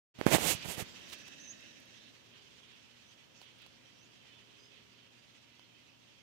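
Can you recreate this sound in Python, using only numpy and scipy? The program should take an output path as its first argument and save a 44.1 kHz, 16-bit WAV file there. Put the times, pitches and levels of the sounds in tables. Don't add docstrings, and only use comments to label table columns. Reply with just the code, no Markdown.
import sys
import numpy as np
from scipy import signal
from scipy.fft import rfft, irfft, next_fast_len
from scipy.io import wavfile
from scipy.ndimage import map_coordinates

SR = 44100
rng = np.random.default_rng(int(sys.argv[2]) if len(sys.argv) > 2 else 0)


def bounce(signal):
    frames = np.transpose(np.atleast_2d(signal))
    limited = np.clip(frames, -1, 1)
    pcm = np.round(limited * 32767).astype(np.int16)
    wavfile.write(sys.argv[1], SR, pcm)


N = 274302

# frequency in Hz, relative level in dB.
FLOCK_COLOUR = [(500, -22.5), (1000, -11), (1500, -9), (2100, -3.5), (3100, 1.5), (3700, -4), (4600, -7),
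                (5900, -7), (7200, -13.5), (9000, -20.5), (12000, -35), (16000, -44.5)]
SKIN_DRAG_COLOUR = [(25, -50), (60, -4), (130, -0.5), (300, -3), (600, -2.5), (850, -6), (1200, -13),
                    (1700, -10.5), (2500, -11), (6000, -30.5)]
SKIN_HISS_COLOUR = [(25, -31.5), (300, -9), (1200, -7), (2000, 0), (2800, 6.5), (4000, 2), (5200, 0.5),
                    (7500, 4), (10000, 0), (13000, -0.5), (16000, -13)]
SCUFF_COLOUR = [(200, 0), (1400, -0.5), (3000, -7), (14000, -25.5)]
BRUSH_COLOUR = [(200, 3.0), (1000, -1.5), (3000, 6.5), (6000, 2.5), (9000, -4.0), (15000, -8.5)]
TRAFFIC_COLOUR = [(25, -38), (50, -9.5), (80, -2.5), (130, -1), (280, -1.5), (430, -7), (580, -8),
                  (760, -12), (1000, -12.5), (1800, -14.5), (5000, -41)]
MIC_HISS_COLOUR = [(25, -22), (1000, 8.5), (8000, -2.5), (15000, 2), (16000, -11)]
# frequency in Hz, left minus right in dB.
FLOCK_SIDE = [(800, -13), (1600, -5), (3000, -9), (4800, -10), (6500, -2), (10000, -5)]
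# time in seconds, pitch in Hz, relative level in dB.
NEAREST_CALL = [(1.398, 6140, -54), (1.408, 5946, -58.5), (1.416, 6326, -56), (1.426, 5900, -59),
                (1.432, 6350, -58), (1.478, 6151, -54), (1.486, 6006, -50), (1.498, 6140, -50),
                (1.508, 6730, -44), (1.516, 6564, -49), (1.524, 6435, -56)]
# middle and length in seconds, pitch in Hz (sung 2% lower),
# slide in octaves per second, relative level in dB.
BIRD_WHISTLES = [(0.903, .16, 7380, 1, -64), (2.021, .17, 3700, 1.5, -62), (3.09, .07, 6200, 1, -62),
                 (4.016, 0.13, 6130, 4, -63.5), (4.28, .14, 2000, -3, -66.5), (4.317, .18, 3100, -0.5, -63),
                 (4.36, 0.13, 3560, 0, -62.5)]
# multiple of the base pitch, relative level in dB.
SQUEAL_OVERTONES = [(4, -0.5), (5, -7), (6, -21)]
# middle and half length in seconds, pitch in Hz, relative level in dB.
BIRD_RASPS = [(1.674, 0.028, 2885, -60), (2.04, 0.081, 3705, -63), (2.361, 0.041, 2936, -59.5),
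              (2.72, 0.08, 3010, -61.5), (3.381, .033, 5800, -62.5), (3.45, 0.074, 3100, -62),
              (3.63, 0.049, 3190, -59), (4.331, 0.12, 3140, -68.5), (4.774, 0.061, 3104, -62),
              (5.0, .08, 3105, -65), (5.235, .018, 3070, -65), (5.53, 0.041, 3220, -67)]
# peak time, rise and fall in seconds, relative drag and hiss levels in dB.
FINGER_STROKES = [(0.193, 0.0098, 0.15, -46.5, -66), (0.274, 0.012, 0.028, -29.5, -38.5),
                  (0.346, 0.034, 0.023, -21, -24), (0.452, 0.068, 0.044, -32, -32.5),
                  (0.504, 0.049, 0.033, -33, -24.5), (0.658, 0.015, 0.01, -41, -44.5),
                  (0.707, 0.035, 0.042, -40.5, -37.5), (.803, 0.028, 0.022, -37, -37.5)]
# time in seconds, relative level in dB, main frequency in Hz.
FINGER_BUMPS = [(.2129, -20.5, 1390), (.2138, -19.5, 386), (.2661, -7, 260), (.2673, -11.5, 895),
                (0.3367, -18.5, 419.6), (0.3492, -8.5, 447), (0.3843, -20.5, 449.3), (.449, -22.5, 420)]
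# time in seconds, relative level in dB.
FINGER_THUDS = [(.19, -39), (0.2721, -21.5), (.551, -31), (.66, -34), (0.686, -32.5), (.782, -31.5),
                (0.825, -29)]
# frequency and width in Hz, relative level in dB.
HAND_HOLLOW = [(260, 160, 1.5), (573, 130, 0), (1740, 310, 2.5), (2630, 144, 0), (3802, 130, 3),
               (5930, 1550, 1)]
# time in seconds, relative level in dB, fade in seconds, left minus right in dB.
CASE_TICKS = [(0.24, -48, .0011, 15), (0.386, -33, 0.0011, 5), (0.401, -35.5, 0.0037, 13.5),
              (0.63, -50, 0.0054, 12), (0.995, -49, 0.00088, -3), (1.098, -47.5, 0.012, -20),
              (1.19, -50.5, .004, 10), (1.133, -36, .009, -34), (1.282, -45.5, 0.0048, -23),
              (3.421, -56.5, 0.017, -19)]
# start in seconds, relative level in dB.
CASE_KNOCKS = [(1.285, -56), (3.4159, -48.5), (3.664, -53.5), (5.595, -53)]
# frequency in Hz, relative level in dB, seconds to fade by 60 dB.
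CASE_RING = [(535, -15, 0.019), (820, -2.5, 0.019), (1000, -1, 0.016), (1460, -1, 0.0064),
             (3000, 6, 0.0069), (4300, 8, 0.0055)]
# rough middle and length in seconds, relative level in dB.
GRIP_SHIFTS = [(1.9, .8, -63), (3.63, .11, -57.5)]
# pitch in Hz, level in dB.
MACHINE_HUM = [(118.4, -76.5), (240, -80.5), (540, -89), (948, -86.5)]
# middle and length in seconds, peak level in dB.
WHINE_SWELLS = [(2.402, 1.0, -78), (4.65, 1.0, -76.5)]

START_S = 0.14
TOP_HZ = 15850


def flock():
    calls = chatter(centre_hz=3481, spread=.35, length_s=.04, glide=0.1488, rasp=.15, count=550)
    chips = chatter(centre_hz=3214, spread=.14, length_s=.022, glide=.14, rasp=0.18, count=480)
    rush = wings(beat_hz=16, depth_db=3.0, groups=4)
    flutter = amp(wobble(30))
    blend = coloured(rush + amp(-11.0) * calls, FLOCK_COLOUR) + amp(-12.5) * chips
    return unit(filtered(unit(flutter * blend), lambda hz: pan(along(FLOCK_SIDE, hz))))


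def wings(beat_hz, depth_db, groups):
    rush = np.zeros((2, N))
    for rate in beat_hz * np.exp(.2 * rng.standard_normal(groups)):
        beat = np.sin(2 * np.pi * rate * clock() + 2 * wobble(1.88))
        rush += amp(depth_db * beat + 2.02 * wobble(5.07)) * rng.standard_normal((2, N))
    return unit(rush)


def chatter(centre_hz, spread, length_s, glide, rasp, count):
    pitch, slope, stretch = rng.standard_normal((count, 3)).T[:, :, None]
    t = np.arange(SR // 12) / SR
    lengths = np.minimum(length_s * np.exp(.35 * stretch), t[-1])
    progress = np.minimum(t / lengths, 1)
    hz = np.minimum(centre_hz * np.exp(spread * pitch + glide * slope * (progress - .5)), TOP_HZ)
    phase = np.cumsum(2 * np.pi * hz / SR + rasp * rng.standard_normal(progress.shape), 1)
    notes = np.sin(np.pi * progress) * np.sin(phase)
    return unit(echoes(scatter(rng.integers(0, N, count), notes), fade_s=0.29))


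def near_birds():
    calls = nearest_bird() + sum(whistle(*row) for row in BIRD_WHISTLES) + squeal()
    return pan(-9.5) * (calls + amp(-8.5) * echoes(calls, fade_s=0.17))


def nearest_bird(boost_db=6, fade_s=0.0031):
    hz, db = curves(NEAREST_CALL)
    start, end = NEAREST_CALL[0][0], NEAREST_CALL[-1][0]
    fade = np.clip(np.minimum(clock() - start, end - clock()) / fade_s, 0, 1)
    return bird_note(hz, fade * amp(db), [(1, boost_db)], rough=.022)


def whistle(middle, length, hz, glide, db):
    t = np.clip(clock() - middle, -length, length)
    return bird_note(hz * 2 ** (glide * t), amp(db) * arch(middle, length), [(0.98, 0)], rough=.024)


def squeal(middle_s=4.636, length_s=0.12, base_hz=1247, sway_hz=11.5):
    hz = base_hz * (1 + 0.019 * np.sin(2 * np.pi * sway_hz * (clock() - middle_s)))
    return bird_note(hz, amp(-59) * arch(middle_s, length_s), SQUEAL_OVERTONES, rough=0.0061)


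def bird_note(hz, gain, overtones, rough):
    out = np.zeros(N)
    on = gain > 1e-9
    phase = 2 * np.pi * np.cumsum(hz[on] * (1 + rough * wobble(500, size=on.sum()))) / SR
    tone = sum(amp(db) * np.sin(multiple * phase) for multiple, db in overtones)
    out[on] = gain[on] * amp(1.9 * wobble(198, size=on.sum())) * tone
    return out


def harsh_calls(width_hz=520, boost_db=6.0, octaves_per_s=-.4):
    out = np.zeros((2, N))
    noise = rng.standard_normal((2, N))
    grit = unit(filtered(noise, lambda hz: (hz < 2000) / np.hypot(1, hz / width_hz)))
    for middle, half_length, hz, db in BIRD_RASPS:
        on = abs(clock() - middle) < 3 * half_length
        t = clock()[on] - middle
        voice = np.sin(2 * np.pi * np.cumsum(hz * 2 ** (octaves_per_s * t)) / SR)
        out[:, on] += amp(db) * np.exp(-(t / half_length) ** 2) * voice * grit[:, on]
    return amp(boost_db) * pan(-9.0) * out


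def finger_rubs(slip_db=1.0):
    drag, hiss = 0, 0
    for time, rise, fall, drag_db, hiss_db in FINGER_STROKES:
        stroke = hump(time, rise, fall)
        drag = np.hypot(drag, amp(drag_db) * stroke)
        hiss = np.hypot(hiss, amp(hiss_db) * stroke)
    slips = lambda: amp(slip_db * wobble(900)) * rng.standard_normal(N)
    scrape = drag * coloured(slips(), SKIN_DRAG_COLOUR)
    return pan(-68) * (scrape + hiss * coloured(slips(), SKIN_HISS_COLOUR))


def finger_bumps(thud_hz=111, scuff_db=-15.5, leak_hz=54.8):
    push, contact = np.zeros(N), np.zeros(N)
    thuds = [(time, db, thud_hz) for time, db in FINGER_THUDS]
    for time, db, hz in list(FINGER_BUMPS) + thuds:
        phase = 2 * np.pi * hz * (clock() - time)
        press = amp(db) * np.exp((1 - phase ** 2) / 2)
        push -= phase * press
        contact += press
    scuff = amp(scuff_db) * contact * coloured(rng.standard_normal(N), SCUFF_COLOUR)
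    return pan(-75.5) * filtered(push + scuff, lambda hz: hz ** 2 / (hz ** 2 + leak_hz ** 2))


def cupped_hand(sound, loose=0.061, closest=0.91):
    def hollow(hz):
        return sum(amp(db) * 1j * hz * width / (centre ** 2 - hz ** 2 + 1j * hz * width)
                   for centre, width, db in HAND_HOLLOW)
    closed = loose + (closest - loose) * hump(1.5, rise_s=.42, fall_s=0.52)
    return (1 - 0.47 * closed) * sound + closed * filtered(sound, hollow)


def phone_case():
    out = np.zeros((2, N + SR))
    t = np.arange(SR // 10) / SR
    brush = coloured(rng.standard_normal(N), BRUSH_COLOUR)
    for time, db, fade_s, side_db in CASE_TICKS:
        out[:, :N] += pan(side_db) * amp(db - 2.5) * np.exp(-abs(clock() - time) / fade_s) * brush
    for time, db in CASE_KNOCKS:
        span = slice(round(time * SR), round(time * SR) + len(t))
        ring = sum(amp(level + rng.normal(0, 1.8) - 60 * t / fade_s) * np.sin(2 * np.pi * hz * t)
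                   for hz, level, fade_s in CASE_RING)
        crack = amp(-12 - 60 * t / 0.013) * brush[span]
        out[:, span] += pan(-21) * amp(db) * (ring + crack)
    return out[:, :N]


def grip_crackle(count=8, fade_s=.0009, scatter_db=8):
    time, length, db = np.repeat(GRIP_SHIFTS, count, axis=0).T
    starts = ((time + length * rng.uniform(-0.63, 0.43, len(time))) * SR).astype(int)
    t = np.arange(SR // 100) / SR
    strength = amp(db + scatter_db * rng.standard_normal(len(time)))
    ticks = strength[:, None] * np.exp(-t / fade_s) * rng.standard_normal((len(time), len(t)))
    return pan(-27) * scatter(starts, ticks)


def traffic(swell_db):
    passing_db = 2 * hump(4.04, rise_s=0.83, fall_s=0.83)
    return amp(-68 + swell_db + passing_db) * coloured(rng.standard_normal((2, N)), TRAFFIC_COLOUR)


def machines(whine_hz=410):
    def tone(hz):
        return np.array([unit(np.sin(2 * np.pi * hz * clock() + 0.66 * wobble(3.6))) for _ in range(2)])
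    whine = sum(amp(db) * arch(middle, length) for middle, length, db in WHINE_SWELLS)
    return sum(amp(db) * tone(hz) for hz, db in MACHINE_HUM) + whine * tone(whine_hz)


def microphone_hiss(swell_db):
    return amp(-77.6 + swell_db) * coloured(rng.standard_normal((2, N)), MIC_HISS_COLOUR) * pan(-1.97)


def echoes(sound, fade_s):
    t = np.arange(SR // 2) / SR
    tail = rng.standard_normal((2, len(t))) * amp(-60 * t / fade_s)
    return signal.fftconvolve(sound[None], tail / np.linalg.norm(tail[0]), axes=1)[:, :N]


def level_swell(settle_s, rise_s=0.18, hold_s=0.099):
    t = clock() - START_S
    return np.clip(t / rise_s, 0, 1) * np.exp(-np.maximum(t - rise_s - hold_s, 0) / settle_s)


def hump(peak_s, rise_s, fall_s):
    t = clock() - peak_s
    return np.exp(-(t / np.where(t < 0, rise_s, fall_s)) ** 2)


def arch(middle_s, length_s):
    return np.cos(np.pi * np.clip((clock() - middle_s) / length_s, -.5, .5))


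def amp(db):
    return 10 ** (np.asarray(db) / 20)


def unit(x):
    return x / np.sqrt(np.mean(x ** 2) + 1e-20)


def clock():
    return np.arange(N) / SR


def along(points, hz):
    known_hz, values = np.transpose(points)
    return np.interp(np.log(hz + 1), np.log(known_hz + 1), values)


def curves(rows):
    times, *columns = np.transpose(rows)
    return [np.interp(clock(), times, column) for column in columns]


def wobble(rate, size=N):
    points = rng.standard_normal(int(size * rate / SR) + 4)
    return map_coordinates(points, [np.arange(size) * rate / SR])


def filtered(x, response):
    size = next_fast_len(N + SR // 2)
    return irfft(rfft(x, size) * response(np.fft.rfftfreq(size, 1 / SR)), size)[..., :N]


def coloured(x, colour):
    return unit(filtered(x, lambda hz: amp(along(colour, hz))))


def pan(side_db):
    left = amp(np.atleast_1d(side_db))
    return np.array([left, np.ones_like(left)]) / np.sqrt(1 + left ** 2)


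def scatter(starts, sounds):
    where = starts[:, None] + np.arange(sounds.shape[1])
    return np.bincount(where.ravel(), sounds.ravel(), N)[:N]


def scene():
    flock_db = -63 + 16.5 * level_swell(settle_s=1.127) + .5 * wobble(4.4)
    swell_db = 17 * level_swell(settle_s=0.92)
    far_sounds = cupped_hand(traffic(swell_db) + amp(flock_db) * flock())
    fade_in = np.clip((clock() - START_S) / 0.011, 0, 1)
    surroundings = fade_in * (far_sounds + microphone_hiss(swell_db) + machines())
    birds = harsh_calls() + near_birds()
    hand = finger_rubs() + finger_bumps() + phone_case() + grip_crackle()
    return surroundings + birds + hand


def record(dry):
    bass_cut = lambda hz: 1j * hz / (1j * hz + 40)
    treble_cut = lambda hz: np.sin(np.pi / 2 * np.clip((TOP_HZ - hz) / 500 + .5, 0, 1)) ** 2
    return filtered(dry, lambda hz: bass_cut(hz) * treble_cut(hz))


dry = scene()
out = record(dry)
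bounce(out)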